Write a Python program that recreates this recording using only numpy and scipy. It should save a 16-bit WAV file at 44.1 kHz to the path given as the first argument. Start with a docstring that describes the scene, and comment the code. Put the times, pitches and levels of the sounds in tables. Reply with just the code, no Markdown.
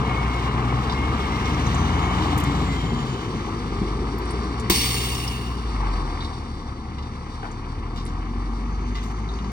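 """A diesel engine pulls and its belt chirps as a bucket truck swings past on a snowy gravel yard.
The six cylinders boom, knock and clatter; the turbo whistles, and the engine drops back twice and lugs away.
Tyres swish and flick stones, the body booms over ruts and fittings clank, made of noise bursts and ringing modes.
The air system blows off once: a slap and thud, then coloured noise that fades through a ringing outlet."""
import sys
import numpy as np
from scipy import signal
from scipy.fft import rfft, irfft, next_fast_len
from scipy.io import wavfile

SR = 44100
rng = np.random.default_rng(int(sys.argv[2]) if len(sys.argv) > 2 else 0)


def store_pcm(level_fs):
    """Save levels as 16-bit WAV."""
    pcm = np.round(np.clip(level_fs, -1, 1) * 32767).astype(np.int16)
    wavfile.write(sys.argv[1], SR, np.atleast_2d(pcm).T)


N = 419816
T = np.arange(N) / SR
HZ = np.maximum(np.fft.rfftfreq(next_fast_len(N + 4000, True), 1 / SR), 1)

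NEAR_M = 10  # distance at which the engine levels are stated
# the truck swings past and leaves: (time [s], distance [m])
DISTANCE = [(0, 12.4), (2.6, 9.64), (4, 11.3), (6, 17.3), (9.5, 24.44)]
# a fixed dip thins the low middle of the jolts, slap and thud: (frequency [Hz], level [dB])
LOW_MID_DIP = [(450, -1.5), (600, -5.5), (760, -0.5)]


def from_db(db):
    """Decibels to gain."""
    return 10 ** (np.asarray(db) / 20)


def rms_one(x):
    """Scale to unit power."""
    return x / np.sqrt(np.mean(x ** 2) + 1e-20)


def in_time(rows):
    """Each column of a curve at every sample."""
    s, *columns = np.transpose(rows)
    return [np.interp(T, s, c) for c in columns]


def colour(x, points):
    """Filter by a table of (frequency [Hz], level [dB])."""
    hz, db = np.transpose(points)
    size = 2 * (len(HZ) - 1)
    gain = from_db(np.interp(np.log(HZ), np.log(hz), db))
    return irfft(rfft(x, size) * gain, size)[..., :N]


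def noise():
    """Two unrelated white noises: the direct sound and the sound scattered by the yard."""
    return rng.standard_normal((2, N))


def drift(rate_hz):
    """Slow random wander with a spread of about 1, drawn at every 40th sample."""
    r = np.exp(-80 * np.pi * rate_hz / SR)
    # the first 2000 points are run-in
    slow = signal.lfilter([1], [1, -2 * r, r * r], rng.standard_normal(N // 40 + 2002))[2000:]
    return np.interp(np.arange(N) / 40, np.arange(len(slow)), rms_one(slow))


def tone(turns):
    """A sine of unit power."""
    return np.sqrt(2) * np.sin(2 * np.pi * turns)


def narrow_band(hz, width_hz):
    """Noise of about unit power around a moving pitch: two drifts on a cosine and a sine."""
    phase = 2 * np.pi * np.cumsum(hz) / SR
    cos, sin = np.cos(phase), np.sin(phase)
    return np.array([drift(width_hz) * cos + drift(width_hz) * sin for _ in range(2)])


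def wavering(rows, width_hz):
    """A narrow band of turbulent sound on a curve of (time [s], pitch [Hz], level [dB])."""
    hz, db = in_time(rows)
    return from_db(db) * narrow_band(hz, width_hz)


def turning(x, views):
    """The colour of a source glides through (time [s], spectrum) as the truck turns away."""
    times = [s for s, _ in views]
    out = 0
    for share, (_, spectrum) in zip(np.eye(len(views)), views):
        out = out + np.interp(T, times, share) * rms_one(colour(x, spectrum))
    return out


def yard():
    """Machinery idles some way off, its hum wavering a little."""
    # steady hums: (frequency [Hz], level [dB], width [Hz])
    yard_hums = [(71.5, -41, 2.4), (230.9, -46.5, 7.4)]
    return sum(from_db(db) * narrow_band(np.full(N, hz), width) for hz, db, width in yard_hums)


def exhaust(firings, rate, boom_db):
    """The pipe booms at the firing rate; its overtones swell as they pass through its resonances."""
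    # resonances of the exhaust pipe: (frequency [Hz], width [Hz], level [dB])
    pipe_resonances = [(71.6, 59, -41.5), (125.5, 7, -33), (168, 20, -43), (257, 45, -43.5)]
    # overtones of the firing rate: (multiple, relative level [dB])
    overtones = [(2, 2.5), (3, -9), (4, -9), (5, -6), (6, -4)]

    def pipe(hz):
        """Gain of the pipe at a moving pitch."""
        return sum(from_db(db) / (1 + (2 * (hz - centre) / width) ** 2)
                   for centre, width, db in pipe_resonances)

    sound = from_db(boom_db + 0.9 + 0.92 * drift(13)) * tone(firings)
    for k, db in overtones:
        level = pipe(k * rate) * from_db(db + 1.8 * drift(5.9))
        sound = sound + level * tone(k * firings + 0.05 * drift(4.8))
    return sound


def cycle_noise(firings, repeat, size=2048):
    """Noise of which a share comes back with every engine cycle of six firings."""
    pattern = rng.standard_normal((2, size))
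    place = firings / 6 % 1 * size
    locked = np.array([np.interp(place, np.arange(size), p) for p in pattern])
    # the pattern is narrower in band than white noise, so it is scaled to the same density
    locked *= np.sqrt(np.gradient(place).clip(0, None).mean())
    repeat = np.clip(repeat, 0, 1)
    return np.sqrt(repeat) * locked + np.sqrt(1 - repeat) * noise()


def blows(firings, depth, decay, uneven_db):
    """A sharp swell at each firing; the six cylinders differ, and so does every stroke."""
    stroke = firings.astype(int)
    cylinder = np.array([1, -1, .5, 0, -1, .5])[stroke % 6]
    strength = from_db(uneven_db * (cylinder + rng.standard_normal(4000)[stroke]) / 2)
    # decay is a share of the time between firings
    return 1 + depth * strength * np.exp(-(firings % 1) / decay)


def block(firings, rate):
    """Each firing shakes the block: low rumble, diesel knock and injector clatter rise with the load."""
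    # how hard the engine works: (time [s], level relative to full pull [dB])
    load = [(0.0, 0.8), (0.8, 0), (1.8, 0.5), (2.1, 1.5), (2.5, -1.4), (2.8, -6), (3.8, -7.5), (4.4, -4.5),
            (5.15, -6), (5.65, -6), (5.83, -0.2), (6.15, -2.5), (6.45, -8.5), (6.8, -10), (7.0, -8.5),
            (7.25, -9.5), (7.9, -6), (9.52, -4)]
    # rumble nearby, from the side where the service body booms, from behind towards the tailpipe,
    # and as the engine speeds up again at the end: (frequency [Hz], relative level per Hz [dB])
    rumble_near, rumble_side = [(35, -23), (60, -9), (95, 2), (135, 2.5), (165, -2.5), (240, -0.3),
                                (330, -4.5), (430, -6.5), (520, -14.5), (620, -21), (900, -48), (3000, -93)], [(35, -37), (60, 7.5), (100, 3), (160, 0), (230, 2),
                                                (330, 0), (420, 0), (510, -11), (620, -24), (900, -38),
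                                                (3000, -68)]
    rumble_rear, rumble_late = [(35, -36), (60, 8), (90, 6), (120, 5.5), (165, -0.5), (250, 0.5),
                                (330, -1.5), (430, -7), (520, -9.5), (620, -27), (900, -57), (3000, -93)], [(35, -34), (60, -18), (90, 6), (130, 1), (180, 1),
                                                     (260, 1), (370, -4.5), (450, -8), (520, -14),
                                                     (620, -31), (900, -45), (3000, -71)]
    # colours of knock and clatter: (frequency [Hz], relative level per Hz [dB])
    knock_colour, clatter_colour = [(450, -35.5), (620, -12.5), (730, -1), (900, -0.5), (1130, 2.5),
                                    (1280, -2.5), (1450, -15.5), (1900, -15.5), (3000, -49), (8000, -94)], [(1100, -13), (1500, -2), (1850, 1.5), (2200, 6.5),
                                                   (2550, -2.5), (3050, -5), (3600, -23), (5000, -64),
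                                                   (10000, -77.5)]

    load_db, = in_time(load)
    metres, = in_time(DISTANCE)
    far_db = -20 * np.log10(metres / NEAR_M)
    # base levels hold at full pull and the near distance;
    # rumble also changes by 1 dB per octave of firing rate, relative to 60 firings/s
    rumble_db = -26 + far_db + 0.41 * load_db + np.log2(rate / 60)
    knock_db = -29.5 + far_db + load_db
    clatter_db = -39.5 + far_db + 0.84 * load_db

    shaking = cycle_noise(firings, repeat=.3) * blows(firings, depth=.4, decay=.3, uneven_db=4)
    combustion = cycle_noise(firings, repeat=.45) * blows(firings, depth=.5, decay=.2, uneven_db=4)
    injection = noise() * blows(firings, depth=.45, decay=.15, uneven_db=4)

    rumble = turning(shaking, [(2.6, rumble_near), (4.2, rumble_side), (6.4, rumble_rear),
                               (7.6, rumble_rear), (8.8, rumble_late)])
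    knock = rms_one(colour(combustion, knock_colour))
    clatter = rms_one(colour(injection, clatter_colour))
    return (from_db(rumble_db + 0.36 * drift(20)) * rumble
            + from_db(knock_db + 0.87 * drift(11)) * knock
            + from_db(clatter_db + 1.36 * drift(19)) * clatter)


def fan():
    """A nearly clean hum, probably the cooling fan, lags behind the engine speed."""
    # (time [s], pitch [Hz], relative level [dB])
    fan_curve = [(0, 132, -33), (.7, 126, -48), (1.15, 130.8, -33.5), (1.8, 136.8, -34), (2.5, 143, -29.5),
                 (3.05, 137.7, -43), (3.7, 121.2, -52), (4.4, 117, -56), (6, 115.3, -66)]
    hz, db = in_time(fan_curve)
    return from_db(db - 1 + 2 * drift(5)) * tone(np.cumsum(hz) / SR + .08 * drift(4))


def accessory(rate):
    """Belt-driven parts give rough hums geared to the engine, fading with distance."""
    # (multiple of the firing rate, relative level [dB])
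    geared_hums = [(3.68, -44.5), (6.57, -44), (7.32, -43)]
    # the engine bay lets out only the low part: (frequency [Hz], level [dB])
    bay_colour = [(250, -7), (330, -1.5), (450, -1), (490, -7), (560, -30)]
    metres, = in_time(DISTANCE)
    hums = sum(from_db(db) * narrow_band(multiple * rate, width_hz=2.8) for multiple, db in geared_hums)
    return NEAR_M / metres * colour(hums, bay_colour)


def tyres():
    """Wet grit crackles under the treads: steady noise plus sparse random grains."""
    # (time [s], relative level [dB])
    swish = [(0.0, -43), (0.75, -43), (1.5, -40), (2.45, -39), (3.65, -47.5), (6.35, -48.5), (6.75, -56),
             (7.4, -52), (7.8, -55.5), (9.52, -54)]
    # swish nearby and from further off: (frequency [Hz], relative level per Hz [dB])
    swish_near, swish_far = [(2500, 2.5), (3500, 2.5), (4400, 3), (5400, -1.5), (6300, -6), (7500, -11.5),
                             (8600, -6.5), (10000, -21.5), (15500, -27.5)], [(2500, -32), (3500, 5), (4000, 3), (4550, 11.5),
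                                                 (5100, 2.5), (5600, 5.5), (6300, -7), (7600, -10),
                                                 (8600, -2.5), (10000, -13.5), (12500, -48), (15500, -22.5)]
    swish_db, = in_time(swish)
    grains = rng.random((2, N)) < 900 / SR  # 900 a second
    grit = grains * noise() * from_db(1.5 * np.minimum(rng.exponential(1, N), 2))
    tread = noise() + 0.29 * rms_one(grit)
    level = from_db(swish_db - 0.85 + 1.25 * drift(16))
    return level * turning(tread, [(2.8, swish_near), (4.4, swish_far)])


def belt():
    """Each drive-belt chirp swells out of a faint singing while its pitch slides, wobbles and flutters."""
    # (time [s], length [s], first pitch [Hz], last pitch [Hz], relative level [dB])
    squeals = [(0.06, 0.21, 2196, 2194, -36.5), (0.274, .14, 2157, 2200, -37.5),
               (0.665, 0.19, 2230, 2190, -48), (0.931, 0.1994, 2127, 2210, -35.5),
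               (1.153, .12, 2180, 2175, -39), (1.315, 0.066, 2040, 2160, -38),
               (1.416, .17, 2147, 2180, -38.5), (1.938, 0.2, 2190, 2238, -39),
               (2.251, 0.41, 2075, 2040, -44.5), (2.66, .12, 2220, 2075, -39.5),
               (2.8, .17, 2190, 2083, -42.5)]
    # faint singing of the slipping belt between chirps: (time [s], relative level [dB])
    belt_slip = [(0, -47), (1.6, -45), (2.9, -55), (3.3, -79)]
    level, pitch = 0, []
    for start, length, first_hz, last_hz, db in squeals:
        arch = np.sqrt(np.sin(np.pi * np.clip((T - start) / length, 0, 1)).clip(0))
        level = level + from_db(db) * arch
        pitch += [(start, first_hz), (start + length, last_hz)]
    hz, = in_time(sorted(pitch))
    slip_db, = in_time(belt_slip)
    wobbling_hz = hz + 13.65 * drift(23.3)
    flutter = from_db(2 * drift(22) - 1.5)
    chirps = level * flutter * tone(np.cumsum(wobbling_hz) / SR)
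    return chirps + from_db(slip_db - 5) * narrow_band(hz, width_hz=16)


def chatter(age, t60, gap_s, count=14):
    """A run of ticks, uneven in spacing and strength, that dies away."""
    starts = gap_s * np.append(0, np.cumsum(rng.uniform(.5, 1.5, count - 1)))
    sizes = from_db(rng.normal(0, 1, count) - 60 * starts / t60)
    since = age - starts[:, None]
    return sizes @ ((since >= 0) * np.exp(-np.abs(since) / (0.64 * gap_s)))


def knocks(rows, gap_s, ringing, count=8):
    """Each contact chatters briefly around its own pitch and may leave a few partials ringing."""
    out = np.zeros((2, N))
    for s, db, hz, t60, octaves in rows:
        at = int(s * SR)
        age = T[:min(SR // 3, N - at)]
        edges = np.clip(hz * 2 ** (octaves * np.array([-.5, .5])), 20, .45 * SR)
        band = signal.butter(2, edges, "band", fs=SR, output="sos")
        ticks = rng.standard_normal((2, len(age))) * chatter(age, t60, gap_s)
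        # a narrow band is raised to keep its power
        rattle = signal.sosfilt(band, ticks) * np.sqrt(SR / 2 / np.ptp(edges))
        partial_hz = hz * 2 ** (octaves * rng.uniform(-0.59, 0.94, (count, 1)))
        partials = np.sin(2 * np.pi * partial_hz * age)
        ring = rms_one(rng.standard_normal((2, count)) @ partials) * from_db(-60 * age / t60)
        out[:, at:at + len(age)] += from_db(db - 8.5) * (rattle + ringing * ring)
    return out


def struck(rows, modes):
    """Each blow rings the modes near its own pitch, every time a little differently."""
    out = np.zeros((2, N))
    mode_hz, mode_db, mode_t60 = np.transpose(modes)[..., None]
    for s, db, hz, _, octaves in rows:
        at = int(s * SR)
        age = T[:min(SR // 2, N - at)]
        near = np.exp(-(np.log2(mode_hz / hz) / octaves) ** 2)
        decay = from_db(db + mode_db - 60 * age / mode_t60)
        rings = near * decay * np.sin(2 * np.pi * mode_hz * age)
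        signs = rng.choice([-1, 1], (2, len(modes)))
        out[:, at:at + len(age)] += (signs * from_db(rng.normal(0, 1.5, (2, len(modes))))) @ rings
    return out


def rattles():
    """Loose fittings clank, tyres flick stones and the body jolts: chattering noise and ringing modes."""
    # loose fittings: (time [s], relative level [dB], pitch [Hz], t60 [s], width [octaves])
    clank_rows = [(.8975, -25, 4080, 0.058, 0.59), (.9229, -28, 4250, 0.067, 0.62),
                  (6.205, -27, 3998, 0.07, 0.29), (6.2465, -32, 4037, .09, 0.53),
                  (6.331, -48, 4400, .06, 0.74), (6.984, -36, 2980, .1, 1.1), (7.025, -39, 3994, .08, 0.81),
                  (7.961, -37.5, 4200, 0.091, 1.8), (7.976, -34, 3870, 0.11, 0.92),
                  (7.997, -40, 4200, .12, 0.94), (8.063, -38.5, 4630, 0.26, 1.2),
                  (8.9462, -39, 3652, .1, 1.3), (8.953, -30, 2700, 0.27, 1.7),
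                  (8.977, -33.5, 1700, 0.23, 1.6), (9.03, -38.5, 4970, 0.43, 1.67),
                  (9.2884, -32, 3750, .08, 0.24), (9.338, -37, 4700, .08, 0.33),
                  (9.388, -35, 2930, .06, 0.64), (9.423, -44, 5300, .06, 0.319),
                  (9.443, -39, 2996, 0.089, 1.65)]
    # flicked stones: (time [s], relative level [dB], pitch [Hz], width [octaves])
    stone_rows = [(1.4563, -29, 4700, 0.74), (1.544, -29.5, 5450, 0.27), (1.6642, -26, 6264, 0.17),
                  (1.746, -30.5, 6870, 0.43), (2.3781, -24.5, 8955, 0.8), (2.401, -28, 8100, 0.99),
                  (2.437, -29.5, 8100, 0.94), (4.1841, -38, 8700, 1.6), (4.256, -42, 8800, 0.27),
                  (4.3073, -29, 8945, 0.15), (4.598, -30.5, 7800, 0.59), (5.151, -26.5, 5547, 0.38),
                  (5.278, -22, 5180, 0.083), (7.513, -41, 6800, .4), (8.0525, -38.5, 8500, 0.31),
                  (8.063, -37, 8800, 0.26)]
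    # body and lockers over ruts: (time [s], relative level [dB], pitch [Hz], t60 [s], width [octaves])
    jolt_rows = [(3.275, -19, 229, 0.091, 1.8), (3.345, -11, 200, 0.1, 0.95), (3.445, -28, 380, .1, 0.76),
                 (3.815, -10, 205, 0.099, 1.1), (3.872, -18.5, 232, 0.068, 1.4),
                 (3.99, -16.5, 303, 0.13, 0.78), (4.018, -15.5, 384, 0.11, 0.46),
                 (4.335, -13.5, 267, 0.078, 1.15), (4.362, -17, 312.2, 0.12, 1.1),
                 (4.455, -17, 260, .08, 0.82), (7.43, -20.5, 830, 0.25, 1.4)]
    # modes of the steel fittings and of the service body: (frequency [Hz], relative level [dB], t60 [s])
    fitting_modes, body_modes = [(1165, 7, .3), (2028, 7, 0.14), (2860, -3, 0.15), (3700, -2, 0.18),
                                 (3970, -4.5, .15), (4590, 0, 0.11), (4740, -5, 0.15), (5310, -6, .3)], [(135, 6, .1), (193, 3, .1), (230, 2.5, 0.089),
                                                   (303, 2.5, 0.068), (365, -5, 0.073), (415, 1.5, 0.084),
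                                                   (443, -3, 0.072), (772, -6, .15), (956, -7, .15)]

    clanks = from_db(-2) * knocks(clank_rows, gap_s=.008, ringing=0)
    clanks += from_db(-13) * struck(clank_rows, fitting_modes)
    stone_t60_s = 0.047
    stone_contacts = [(s, db, hz, stone_t60_s, octaves) for s, db, hz, octaves in stone_rows]
    stones = knocks(stone_contacts, gap_s=.005, ringing=0.47)
    jolts = from_db(-3.5) * knocks(jolt_rows, gap_s=.015, ringing=0)
    jolts += from_db(-12) * struck(jolt_rows, body_modes)
    return clanks + stones + colour(jolts, LOW_MID_DIP)


def turbo():
    """The turbocharger whistles: a narrow band of noise that climbs and sinks, its level unsteady."""
    # (time [s], whistle pitch [Hz], relative level [dB])
    turbo_curve = [(1.0, 5000, -66), (1.35, 5450, -53), (1.6, 5860, -55), (2.0, 6550, -55),
                   (2.45, 7460, -62), (2.65, 7310, -53), (3.0, 6940, -58.5), (3.4, 6250, -61),
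                   (3.8, 5630, -71), (8.2, 6200, -73), (8.8, 6270, -63.5), (9.52, 6330, -60.5)]
    return from_db(2 * drift(9)) * wavering(turbo_curve, width_hz=200)


def drone():
    """A narrow-band drone, probably the drive line, as the truck passes and again as it leaves."""
    # (time [s], pitch [Hz], level [dB])
    drone_curve = [(1.3, 297, -63), (1.52, 304.2, -30), (1.75, 312, -54), (2.1, 313.2, -33),
                   (2.45, 291.5, -35.5), (2.9, 242.8, -34), (3.4, 227.8, -54), (7.6, 225.2, -50.5),
                   (8.25, 233.5, -41), (8.85, 243.3, -38.5), (9.2, 212.9, -45), (9.52, 198.7, -36.5)]
    return wavering(drone_curve, width_hz=7.9)


def air_pump(firings, rate):
    """An engine-driven pump throbs at a share of the firing rate and comes up at high speed."""
    # harmonics of the throb: (multiple, relative level [dB])
    pump_orders = [(1, -28.5), (2, -35.5), (3, -35)]
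    # fades by 57 dB per octave below 74 firings/s
    speed_db = 57 * np.minimum(np.log2(rate / 74), 0)
    out = 0
    for k, db in pump_orders:
        turns = k * (.725 * firings + 0.04 * drift(5))
        out = out + from_db(db + speed_db + 1.5 * drift(5)) * tone(turns)
    return out


def gear_whine():
    """A faint narrow-band gear whine near top speed."""
    # (time [s], pitch [Hz], level [dB])
    whine_curve = [(1.7, 2797, -55), (2.05, 3050, -49), (2.4, 2964, -52), (2.62, 3240, -68),
                   (2.8, 3165, -49.5), (3.0, 3080, -52), (3.2, 3017, -53), (3.6, 3130, -87)]
    return wavering(whine_curve, width_hz=50)


def burst(start, t60):
    """A sudden onset that dies away."""
    return (T >= start) * from_db(-60 * np.clip((T - start) / t60, 0, 2))


def chassis(x):
    """Short echoes off the chassis and the ground give the hiss a hollow, rippled colour."""
    # (delay [ms], level [dB])
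    bounces = [(4.4, -13), (7.7, -12), (12.3, -13)]
    delay_ms, db = np.transpose(bounces)
    echoes = 0
    for ms, gain in zip(delay_ms, from_db(db)):
        echoes = echoes + gain * np.pad(x, ((0, 0), (int(ms * SR / 1000), 0)))[:, :N]
    return (x + echoes) / np.sqrt(1 + np.sum(from_db(db) ** 2))


def air_purge():
    """The valve slaps open and thuds, then air sputters through the ringing outlet as its pressure falls."""
    # resonances of the air outlet:
    # (frequency [Hz], width [Hz], relative level [dB], shift as the jet slows [Hz], extra fall [dB/s])
    outlet_modes = [(2230, 240, -7, 4, 25), (2806, 163, 0.5, 0.5, -15), (3610, 100, -1, -1.5, 6),
                    (4320, 140, 4.5, 150.5, 27), (4600, 130, 5, 0, 10), (5400, 160, 2, 62, 3),
                    (5720, 98, 0.5, 0, 9), (7170, 130, -5, -3, -4), (8850, 290, 1, -200, 5),
                    (9750, 470, -1.5, 1, 1)]
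    # colours of the rush, the slap and the thud: (frequency [Hz], relative level per Hz [dB])
    air_colour, slap_colour, thud_colour = [(900, -34), (1600, -8), (2200, 8.5), (2800, -2.5), (3400, 2.5),
                                            (4000, 0.5), (4550, 7.5), (5050, 0), (5550, -1), (6400, -2.5),
                                            (7600, -8), (8600, 6), (10000, -28.5), (15500, -4)], [(300, -18), (550, -10), (750, 5), (1100, 1),
                                                         (1400, -22), (2200, -13), (6000, -9)], [(50, 4), (120, 8), (200, 13),
                                                                             (260, -1), (340, 15.5),
                                                                             (450, -4), (560, -17),
                                                                             (800, -4), (1100, 5),
                                                                             (1400, -21), (3500, -38),
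                                                                             (9000, -48)]
    start_s, attack_s, open_s, settle_s = 4.699, 0.0017, 0.62, 0.23

    since = np.maximum(T - start_s, 0)
    # falls 26 dB/s, and another 30 dB/s as the valve shuts
    air_db = -24.5 - 26 * since - 30 * np.maximum(since - open_s, 0)
    opening = np.minimum(since / attack_s, 1)

    # the outlet's resonances shift as the jet slows, and each fades at its own rate
    age = np.minimum(since, 1)
    slowed = 1 - np.exp(-since / settle_s)
    outlet = 0
    for hz, width, db, shift, fall in outlet_modes:
        level = from_db(db - fall * age + 1.3 * drift(16)) * np.sqrt(width)
        outlet = outlet + level * narrow_band(hz + shift * slowed, width)

    # the treble of the jet dies first
    rush = rms_one(colour(noise(), air_colour))
    lowpass = signal.butter(2, 6000, fs=SR, output="sos")
    dull = signal.sosfilt(lowpass, rms_one(colour(noise(), air_colour)))
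    jet = np.sqrt(1 - age) * rush + np.sqrt(age) * dull + from_db(-34.5) * outlet
    sputter_db = .7 * drift(25) + 1.1 * drift(140)
    hiss = opening * from_db(air_db + sputter_db) * jet

    crack = from_db(-20.5) * burst(start_s, t60=0.2) * rms_one(colour(noise(), air_colour))
    slap = from_db(-18.5) * burst(start_s, t60=0.058) * rms_one(colour(noise(), slap_colour))
    thud = from_db(-16.5) * burst(start_s + 0.00095, t60=0.2) * rms_one(colour(noise(), thud_colour))
    return chassis(hiss) + crack + colour(slap + thud, LOW_MID_DIP)


def microphones(sound, diffuse, lag_ms):
    """A microphone pair: the bass is nearly alike in both; a lag and scattered sound set them apart."""
    # (frequency [Hz], side minus mid [dB])
    stereo_width = [(60, -19.5), (450, -15), (660, -3), (1100, -7), (1500, 7), (2200, -9.5), (3050, 5.5),
                    (3800, 4), (4600, -5.5), (5400, 1.5), (6600, 2.5), (8600, -5.5), (10000, 6.5),
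                    (14000, -5)]
    # (frequency [Hz], left minus right [dB])
    stereo_lean = [(50, -0.5), (200, 2.5), (480, 1.5), (750, 9.5), (1200, 5.5), (1700, 15.5), (2600, -6.5),
                   (4000, -4.5), (6000, 6), (15000, -2.5)]
    direct, scattered = sound
    diffuse = np.clip(diffuse, 0, 1)
    # a lag between the ports puts a quarter-turned copy into the side signal, its sign alternating with pitch
    turn = 1j * np.tanh(4 * np.sin(2 * np.pi * HZ * lag_ms / 1000))
    shifted = irfft(rfft(direct, 2 * (len(HZ) - 1)) * turn)[:N]
    side = colour(np.sqrt(diffuse) * scattered + np.sqrt(1 - diffuse) * shifted, stereo_width)
    left = colour(direct, [(hz, 20 * np.log10(2 / (1 + from_db(-db)))) for hz, db in stereo_lean])
    return np.array([left + side, 2 * direct - left - side])


def scene():
    """Engine, tyres, fittings and air system of the moving truck, and the yard's hum, at the microphones."""
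    # the engine pulls up, drops back twice and lugs away:
    # (time [s], firing rate [1/s], relative exhaust boom level [dB])
    engine_curve = [(0.0, 62, -31), (0.25, 59.7, -27.5), (0.8, 62.4, -29.5), (1.05, 68.8, -26),
                    (1.4, 68.4, -31), (1.85, 80, -26), (2.46, 85, -31.5), (2.7, 82, -34.5), (3.0, 69, -37),
                    (3.4, 47.3, -37), (3.6, 52, -38), (3.75, 46.2, -29.5), (4.38, 59, -29.5),
                    (4.68, 59.5, -33.5), (5.0, 62, -31), (5.39, 60, -32), (5.6, 59, -28.5),
                    (5.87, 45.7, -23), (6.08, 41, -27.5), (6.35, 38.5, -40.5), (6.6, 34, -37),
                    (6.82, 29.3, -44), (7.05, 34.8, -42), (7.8, 38.3, -33), (8.55, 47.4, -27),
                    (9.2, 51.3, -29), (9.52, 56.7, -30.5)]
    rate, boom_db = in_time(engine_curve)
    # running count of firings, slightly uneven in speed
    firings = np.cumsum(rate * (1 + 0.003155 * drift(8.64))) / SR
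    engine = exhaust(firings, rate, boom_db) + block(firings, rate) + fan() + accessory(rate)
    engine = engine + air_pump(firings, rate)
    whistles = belt() + turbo() + gear_whine()
    rolling = tyres() + rattles() + drone()
    return microphones(yard() + engine + whistles + rolling + air_purge(), diffuse=0.35, lag_ms=0.46)


def record(dry):
    """The treble is coloured by a fixed table and the top is cut steeply."""
    # (frequency [Hz], level [dB])
    treble_colour = [(9800, 0), (11300, -16), (13200, 7), (15500, 5)]
    top_cut = signal.ellip(10, .2, 80, 15900, fs=SR, output="sos")  # cutoff in Hz
    return signal.sosfilt(top_cut, colour(dry, treble_colour))


dry = scene()
out = record(dry)
store_pcm(out)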